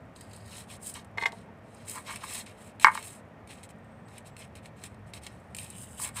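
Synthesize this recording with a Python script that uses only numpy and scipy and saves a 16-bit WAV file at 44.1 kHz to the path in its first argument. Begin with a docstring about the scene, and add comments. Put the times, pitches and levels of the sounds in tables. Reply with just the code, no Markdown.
"""Wooden board in a room, close microphone, nearly mono: a kitchen knife saws through a scrap of foam.
Foam cells tear with a bright hiss and small snaps: uneven friction and clicks, filtered and resonated.
Blade and handle drag, knock (once hard, with bounces) and rock on the board: pushes ring decaying modes.
Echoes are dying noise; a low rumble of filtered noise fills the room; a thin sine whistles far off."""
import sys
import numpy as np
from scipy import signal
from scipy.fft import rfft, irfft
from scipy.io import wavfile

SR = 44100
rng = np.random.default_rng(int(sys.argv[2]) if len(sys.argv) > 2 else 0)


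def to_wav(s):
    """Save 16-bit WAV."""
    ch = np.atleast_2d(s).T  # columns
    pcm = np.round(np.clip(ch, -1, 1) * 32767)  # PCM
    wavfile.write(sys.argv[1], SR, pcm.astype(np.int16))


def level_to_linear(level):
    """Convert decibel levels to linear amplitude factors, elementwise."""
    exponent = np.asarray(level, float) / 20
    return 10 ** exponent


N = 273420

# strokes of the blade through the foam; at 1.17 and 1.318 s, scraping as the knife rocks:
# start/s, fastest/s, stop/s, hiss drive/dB, rasp drive/dB
STROKES = [(.152, .162, 0.39, -64, -63.5), (.29, .35, 0.48, -61, -64), (.42, .59, .665, -49.5, -51),
           (.665, .725, .79, -50, -49.5), (.79, .88, 0.96, -40.5, -56.5), (.935, .955, 1.04, -52.5, -47.5),
           (1.17, 1.21, 1.315, -58, -53.5), (1.318, 1.33, 1.47, -65.5, -63.5), (1.62, 1.81, 2.13, -68, -63),
           (1.85, 1.905, 2.06, -41, -51.5), (2.03, 2.095, 2.27, -47.5, -49), (2.19, 2.25, 2.47, -48, -52),
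           (2.25, 2.362, 2.462, -41, -44), (2.455, 2.47, 2.55, -61, -53.5), (2.52, 2.66, 2.735, -59.5, -62),
           (2.795, 2.822, 2.93, -40.5, -42), (2.9, 2.955, 3.085, -47, -47.5),
           (3.012, 3.055, 3.15, -43, -57), (3.09, 3.13, 3.23, -55.5, -60.5),
           (3.468, 3.515, 3.586, -53.5, -55), (3.56, 3.58, 3.67, -67, -64), (3.629, 3.637, 3.67, -55, -56),
           (3.687, 3.705, 3.72, -60, -60.5), (4.06, 4.178, 4.225, -63, -61), (4.245, 4.265, 4.31, -57, -58),
           (4.36, 4.395, 4.49, -54.5, -54), (4.55, 4.557, 4.61, -59, -56.5), (4.62, 4.661, 4.7, -63.5, -63),
           (4.758, 4.78, 4.96, -65.5, -67.5), (4.812, 4.848, 4.89, -54.5, -53),
           (5.06, 5.075, 5.125, -66.5, -66), (5.13, 5.148, 5.205, -52, -50.5),
           (5.21, 5.238, 5.3, -57.5, -57.5), (5.262, 5.272, 5.4, -66.5, -64.5), (5.33, 5.4, 8.4, -76, -79),
           (5.545, 5.6, 5.78, -48, -56), (5.7, 5.82, 5.9, -47.5, -66), (5.85, 5.92, 6.1, -54, -76.5),
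           (5.96, 6.035, 6.118, -33.5, -46.5), (6.135, 6.175, 6.37, -39, -45)]


def rms_one(x):
    """Scales to rms 1."""
    return x / np.sqrt(np.mean(x ** 2) + 1e-20)


def in_time(rows, column, silent):
    """One column of a curve at every sample; outside its span it takes the value silent."""
    rows = np.array(rows)
    return np.interp(np.arange(N) / SR, rows[:, 0], rows[:, column], silent, silent)


def band(x, low_hz, high_hz, order=2):
    """Butterworth band-pass."""
    return signal.sosfilt(signal.butter(order, [low_hz, high_hz], "band", fs=SR, output="sos"), x)


def colour(x, spectrum):
    """Minimum-phase, unit-energy filter from (Hz, dB) points: causal, so clicks stay sharp in front."""
    hz, db = np.transpose(spectrum)
    grid_hz = np.fft.rfftfreq(4096, 1 / SR)
    curve_db = np.interp(np.log(grid_hz + 1), np.log(hz), db)
    cepstrum = irfft(np.log(level_to_linear(curve_db)))
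    cepstrum[1:2048] *= 2   # fold onto the causal half
    cepstrum[2049:] = 0
    taps = irfft(np.exp(rfft(cepstrum)))
    return signal.fftconvolve(x, taps / np.sqrt(np.sum(taps ** 2)))[:N]


def drift(rate_hz):
    """Slow random wander, rms 1: noise through a double pole at rate_hz."""
    r = np.exp(-2 * np.pi * rate_hz / SR)
    slow = signal.lfilter([1], [1, -2 * r, r * r], rng.standard_normal(2 * N))
    return rms_one(slow[N:])   # run-in dropped


def ring(push, hz, t60_s):
    """Decaying mode: a unit click sets a sine of height 1 ringing."""
    r, w = level_to_linear(-60 / (t60_s * SR)), 2 * np.pi * hz / SR
    return signal.lfilter([0, np.sin(w)], [1, -2 * r * np.cos(w), r * r], push + 1e-18)


def swells(events, column):
    """Gain of events that speed up to their peak and slow down to a stop, as powers of a quarter sine."""
    edge_db, peaking = -72.5, 0.62   # this share of the height over the edge level comes only at full speed
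    t, gain = np.arange(N) / SR, np.zeros(N)
    for row in events:
        start, peak, stop = row[:3]
        part = slice(round(start * SR), round(stop * SR))
        speed = np.sin(np.pi / 2 * np.interp(t[part], [start, peak, stop], [0, 1, 0]))
        power = np.where(t[part] < peak, 0.77, 1)   # speeding up, slowing down
        height_db = peaking * max(row[column] - edge_db, 0)   # loud events peak harder
        gain[part] += level_to_linear(row[column] - height_db * (1 - speed)) * speed ** power
    return gain


def friction(per_s, uneven_db, clump_db, smooth):
    """Dense uneven slips over a smooth share of noise, both swelling in clumps; rms 1."""
    sizes = level_to_linear(uneven_db * np.minimum(rng.exponential(1, N), 5)) * rng.choice([-1, 1], N)
    slips = rms_one(sizes * (rng.random(N) < per_s / SR))
    rough = slips + smooth * rng.standard_normal(N)
    return rms_one(rough * level_to_linear(clump_db * drift(40)))


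def foam():
    """Tearing hisses around 8-9 kHz; the blade rasps lower, with a squeak held per grip.

    Also returns, apart from the foam's sound, a faint noise, opposite in the two channels, whose level follows
    the strokes."""
    # tearing: f/Hz, relative density/dB
    hiss_spectrum = [(2940, -48), (5000, -16), (5830, -20.5), (7000, -12), (8290, -2), (8560, -1.5),
                     (9540, -8), (10100, -12), (10600, -11.5), (13200, -21.5), (15300, -17.5)]
    # rasp: f/Hz, relative density/dB
    rasp_spectrum = [(880, -11), (1500, -18.5), (2170, 1), (2960, -10.5), (3190, -2.5), (3650, -4.5),
                     (5610, -12), (6500, -9.5), (8450, -29.5), (14300, -120)]
    # squeak pitch set by the grip on the foam: from t/s, f/Hz, strength/dB
    grips = [(0, 4990, 13), (.5, 2720, 2), (1.7, 4200, 11.5), (1.95, 2200, 7), (2.3, 3700, 0),
             (2.44, 2240, 9), (5.0, 4600, 2), (5.5, 2500, 12), (5.73, 2860, 21.5), (5.99, 2460, 8.5)]
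    tear, scrape = swells(STROKES, column=3), swells(STROKES, column=4)
    bright, dull = snaps(tear, puff_ms=4)

    tearing = tear * friction(9000, uneven_db=4, clump_db=1.6, smooth=0.44) + bright
    hiss = colour(tearing, hiss_spectrum)
    hiss = .93 * hiss + .36 * cells(hiss, 5500, 14500)
    # gentle tearing is duller: the top fades below the full level, 0.19 dB per dB
    air_hz, air_full_db = 10700, -48.5
    air = signal.sosfilt(signal.butter(2, air_hz, "high", fs=SR, output="sos"), hiss)
    hiss = hiss - air * (1 - np.clip(tear / level_to_linear(air_full_db), .03, 1) ** 0.19)

    rub = scrape * friction(3500, uneven_db=2, clump_db=2.4, smooth=0.32) + dull
    rasp = level_to_linear(1.5) * colour(rub, rasp_spectrum)
    rasp = .88 * rasp + .45 * cells(rasp, 1900, 5800)

    start_s, squeak_hz, squeak_db = np.transpose(grips)
    grip = np.maximum(np.searchsorted(start_s, np.arange(N) / SR) - 1, 0)
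    squeal = level_to_linear(squeak_db[grip]) * squeak(rub, squeak_hz[grip])

    noise = rng.standard_normal(N + 1)
    opposed = level_to_linear(-30) * tear * colour(np.diff(noise), hiss_spectrum)
    opposed += level_to_linear(-25.5) * scrape * colour(np.diff(noise[::-1]), rasp_spectrum)
    return hiss + rasp + squeal, opposed


def snaps(tear, puff_ms):
    """Each cell snap is a sharp click, then a short noise puff; returns the bright and the duller push."""
    # loudest snaps: t/s, relative peak/dB, duller share/dB
    loud_snaps = [(0.161, -46, -4.5), (0.2089, -31, -21.5), (0.333, -38.5, -10.5), (0.363, -35.5, -26.5),
                  (0.8696, -21, -36), (0.9396, -25.5, -37), (1.046, -42.5, -19), (1.321, -39, -7),
                  (1.747, -42, -20), (1.8856, -32, -34), (1.8961, -20, -36), (2.1593, -26, -14),
                  (2.4626, -39.5, -10.5), (2.7977, -29.5, -13), (2.949, -28, -13.5), (3.026, -31, -15),
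                  (3.474, -42.5, -11.5), (3.6315, -39, -13), (3.69, -46.5, -10.5), (4.0838, -48.5, -10),
                  (4.181, -32, -20.5), (4.3663, -39, -11.5), (4.553, -37, -13.5), (4.6578, -39.5, -9.5),
                  (4.8379, -29.5, -12), (4.944, -53, -10), (5.136, -31.5, -9), (5.235, -37, -10),
                  (5.266, -32.5, -7), (5.5478, -25, -17.5), (5.566, -24.5, -26), (5.5854, -28, -11),
                  (5.702, -27.5, -43)]
    crackle_per_s = 25   # smaller snaps come at random
    small = (rng.random(N) < crackle_per_s / SR) * level_to_linear(4 * rng.standard_normal(N))
    bright = small * (tear * level_to_linear(0.5) + level_to_linear(-78))   # follows the tearing, over a floor at rest
    dull = bright * level_to_linear(-9.5)
    for s, peak_db, dull_db in loud_snaps:
        bright[round(s * SR)] = level_to_linear(peak_db - 10.5)
        dull[round(s * SR)] = level_to_linear(peak_db + dull_db + 1.5)

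    def click_and_puff(push):
        """Click plus exponentially dying noise."""
        envelope = signal.lfilter([1], [1, -np.exp(-1000 / (puff_ms * SR))], push + 1e-18)
        return level_to_linear(3.5) * push + envelope * rng.standard_normal(N)

    return click_and_puff(bright), click_and_puff(dull)


def cells(x, low_hz, high_hz):
    """Foam cells of many sizes resonate, each coming and going as the blade moves on; rms of x."""
    t60_s = 3 * np.log(10) / (np.pi * 300)   # 300 Hz wide
    rings = np.zeros(N)
    for k, hz in enumerate(np.arange(low_hz, high_hz, 620)):
        rings += (-1) ** k * level_to_linear(4 * drift(14)) * ring(x, hz, t60_s)
    return rings * np.sqrt(np.mean(x ** 2) / np.mean(rings ** 2))


def squeak(x, hz, width_hz=420):
    """Resonance whose centre moves, stepped in blocks of 256 samples."""
    out, state, r = np.zeros(N), np.zeros(2), np.exp(-np.pi * width_hz / SR)
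    b = [(1 - r * r) / 2, 0, (r * r - 1) / 2]
    for i in range(0, N, 256):
        a = [1, -2 * r * np.cos(2 * np.pi * hz[i] / SR), r * r]
        out[i:i + 256], state = signal.lfilter(b, a, x[i:i + 256], zi=state)
    return out


def board():
    """Knocks and drag ring the same modes; the small board radiates little under its first mode."""
    # blade edge on wood: t/s, relative peak/dB, mode tilt/(dB/octave), contact/ms
    knocks = [(1.956, -38, 3, 0.16), (2.8455, 7.5, 6.5, 0.34), (2.849, -11, -3, 0.84),
              (2.856, -5, 24, 0.61), (2.8688, 6.5, 18.5, 0.75), (2.883, -6.5, -8, 0.42),
              (2.953, -26, -18, 0.23), (2.976, -19.5, 2, 0.12), (3.408, -47, -8, 0.24),
              (5.998, -30.5, -7, 0.23)]
    # board modes: f/Hz, relative level/dB, t60/s
    modes = [(903, -4.5, 0.06), (963, -11, 0.0347), (1047, 1.5, 0.023), (1163, 4, 0.019), (1382, -3, 0.019),
             (1630, 0.5, 0.019), (1843, -4, 0.026), (2070, -15, 0.1), (2200, -4, 0.062), (2450, -31, 0.022),
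             (2770, -17.5, .04), (3100, -27, 0.024), (3994, -16, 0.023), (4400, -20.5, 0.011)]
    # edge drags along the wood: start/s, fastest/s, stop/s, drive/dB
    drags = [(.945, .965, 1.01, -54.5), (1.925, 1.975, 2.01, -42), (2.055, 2.098, 2.19, -41),
             (2.21, 2.24, 2.25, -39.5), (2.846, 2.86, 2.925, -34), (2.93, 2.96, 3.0, -52),
             (5.99, 6.04, 6.16, -47.5), (6.14, 6.17, 6.4, -44.5)]
    # the rasp also shakes the board
    pressure = swells(drags, column=3) + level_to_linear(-8) * swells(STROKES, column=4)
    drag = pressure * friction(2000, uneven_db=3, clump_db=2, smooth=.5)
    out = strike(knocks, modes, sliding=False, extra=drag * level_to_linear(-26.5))
    out = signal.sosfilt(signal.cheby2(8, 30, 780, "high", fs=SR, output="sos"), out)
    grit = level_to_linear(-15) * band(drag, 2400, 4600)
    crack = np.zeros(N)
    for s, peak_db, *_ in knocks:   # steel cracks on wood, 1.3 dB per dB of the blow
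        crack[round(s * SR) + 30] = level_to_linear(1.3 * peak_db - 32.5)
    return out + grit + band(crack, 60, 5400, order=3)


def knife():
    """The knife, let go, rocks, slides and grates on the wood, ringing its own modes."""
    # rocks on the board: t/s, relative peak/dB, mode tilt/(dB/octave), contact/ms
    rocking = [(1.173, -21.5, -7, 3.2), (1.182, -12, -1, 1), (1.204, -23.5, 13, 20),
               (1.222, -13.5, -4.5, 3.8), (1.234, -13.5, 2, 4), (1.255, -5.5, 2, 4.7),
               (1.327, -33, -19, 3.2), (1.485, -39.5, -19, 4.3)]
    # knife modes: f/Hz, relative level/dB, t60/s
    modes = [(470, -16, 0.031), (678, -24.5, 0.16), (764, -18.5, 0.1), (917, -8.5, 0.096),
             (1132, -11, 0.059), (1584, -11, 0.05), (1820, -5, 0.021), (2094, 3, 0.04), (2500, -13, 0.044),
             (2890, -16, 0.033), (3360, -16.5, 0.035), (3700, -10, 0.014), (4210, -19, 0.033),
             (4260, -14.5, 0.021), (5350, -24.5, 0.018), (7270, -23.5, 0.019)]
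    # grating between rocks: start/s, fastest/s, stop/s, drive/dB
    grating = [(1.171, 1.177, 1.2, -46), (1.2, 1.228, 1.25, -42), (1.25, 1.262, 1.308, -35)]
    grit = swells(grating, column=3) * friction(1500, uneven_db=3, clump_db=4, smooth=0.58)
    ringing = strike(rocking, modes, sliding=True, extra=grit * level_to_linear(-23))
    return ringing + level_to_linear(2.5) * band(grit, 900, 6000)


def strike(events, modes, sliding, extra=0):
    """Smooth contact pushes ring modes, tilted by the spot struck; sliding ones push at each mode's pitch."""
    out, t = np.zeros(N), np.arange(600) / SR
    turns = rng.random((len(events), len(modes)))   # random phases
    for k, (hz, mode_db, t60_s) in enumerate(modes):
        push = extra + np.zeros(N)
        octaves = np.log2(np.clip(hz, 690, 2200) / 1400)   # from the tilt pivot
        for (s, peak_db, tilt_db, contact_ms), turn in zip(events, turns[:, k]):
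            shape = np.sin(np.pi * np.clip(t * 1000 / max(contact_ms, .05), 0, 1)) ** 2
            shape = shape / shape.sum()
            if sliding:   # the ring swells
                shape = shape * 2 * np.cos(2 * np.pi * (hz * t + turn))
            push[round(s * SR):][:600] += level_to_linear(peak_db - 11.5 + tilt_db * octaves) * shape
        out += level_to_linear(mode_db) * ring(push, hz, t60_s)
    return out


def room(x):
    """Echoes as dying noise, dulled by the walls."""
    t60_s, level_db, wall_cut_hz = 0.15, -18, 1200
    t = np.arange(SR // 2) / SR
    tail = rng.standard_normal(len(t)) * level_to_linear(-60 * t / t60_s) * (t > .004)
    tail = signal.lfilter(*signal.butter(1, wall_cut_hz, fs=SR), tail)
    return level_to_linear(level_db) * signal.fftconvolve(x, tail / np.sqrt(np.sum(tail ** 2)))[:N]


def whistle():
    """A thin far sine near 8 kHz, wavering slightly in pitch and level."""
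    # calls: start/s, loudest/s, stop/s, level/dB
    calls = [(3.76, 4.0, 4.045, -79), (4.045, 4.08, 4.12, -70), (4.285, 4.32, 4.36, -74)]
    # pitch: t/s, f/Hz
    pitch = [(3.76, 8350), (4.04, 8100), (4.12, 8080), (4.285, 7620), (4.36, 7760)]
    hz = in_time(pitch, 1, 8000) + 25 * drift(33)
    level = np.sqrt(2) * swells(calls, column=3) * level_to_linear(2 * drift(30))
    return level * np.sin(2 * np.pi * np.cumsum(hz) / SR)


def rumble():
    """Coloured noise whose bass swells slowly, with a few faint narrow noisy bands."""
    # f/Hz, relative density/dB
    spectrum = [(24, -33), (40, -16.5), (76, 1), (202, -1.5), (332, -11), (633, -6.5), (833, -11),
                (920, -12), (2250, -21.5), (4300, -39), (5250, -41), (9300, -46.5), (15300, -61.5)]
    # bass gain: t/s, gain/dB
    bass_swell = [(0, 0.5), (.7, -1), (1.6, -2.5), (2.5, -5), (3.6, -2.5), (4.4, -0.5), (5.1, 2),
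                  (5.7, 2.5), (6.2, 1)]
    # steady bands: f/Hz, level/dB, width/Hz
    hums = [(104.6, -56.5, 6.9), (217.4, -59, 32), (1850, -71, 29), (5560, -92.5, 60)]
    out = level_to_linear(-51) * colour(rng.standard_normal(N), spectrum)
    for hz, level_db, width_hz in hums:
        t60_s = 3 * np.log(10) / (np.pi * width_hz)
        out += level_to_linear(level_db) * rms_one(ring(rng.standard_normal(N), hz, t60_s))
    bass = signal.sosfilt(signal.butter(2, 260, fs=SR, output="sos"), out)
    out += bass * (level_to_linear(in_time(bass_swell, 1, 0)) - 1)
    return signal.sosfilt(signal.butter(4, 45, "high", fs=SR, output="sos"), out)


def scene():
    """Nearly mono: both channels share everything but the faint noise that follows the strokes."""
    torn, opposed = foam()
    near = torn + board() + knife()
    return near + room(near) + whistle() + rumble() + opposed * [[1], [-1]]


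def band_limit(x):
    """A steep low-pass at the top of the band."""
    return signal.sosfilt(signal.butter(12, 16510, fs=SR, output="sos"), x)


def record(dry):
    """The microphone hisses faintly, the top is cut steeply, peaks clip just under full scale."""
    hiss = level_to_linear(-82.5) * rng.standard_normal(N)
    cut = signal.sosfilt(signal.cheby2(14, 30, 15700, fs=SR, output="sos"), dry + hiss)
    mix = np.clip(cut, -.99, .99)
    return band_limit(mix)


dry = scene()
out = record(dry)
to_wav(out)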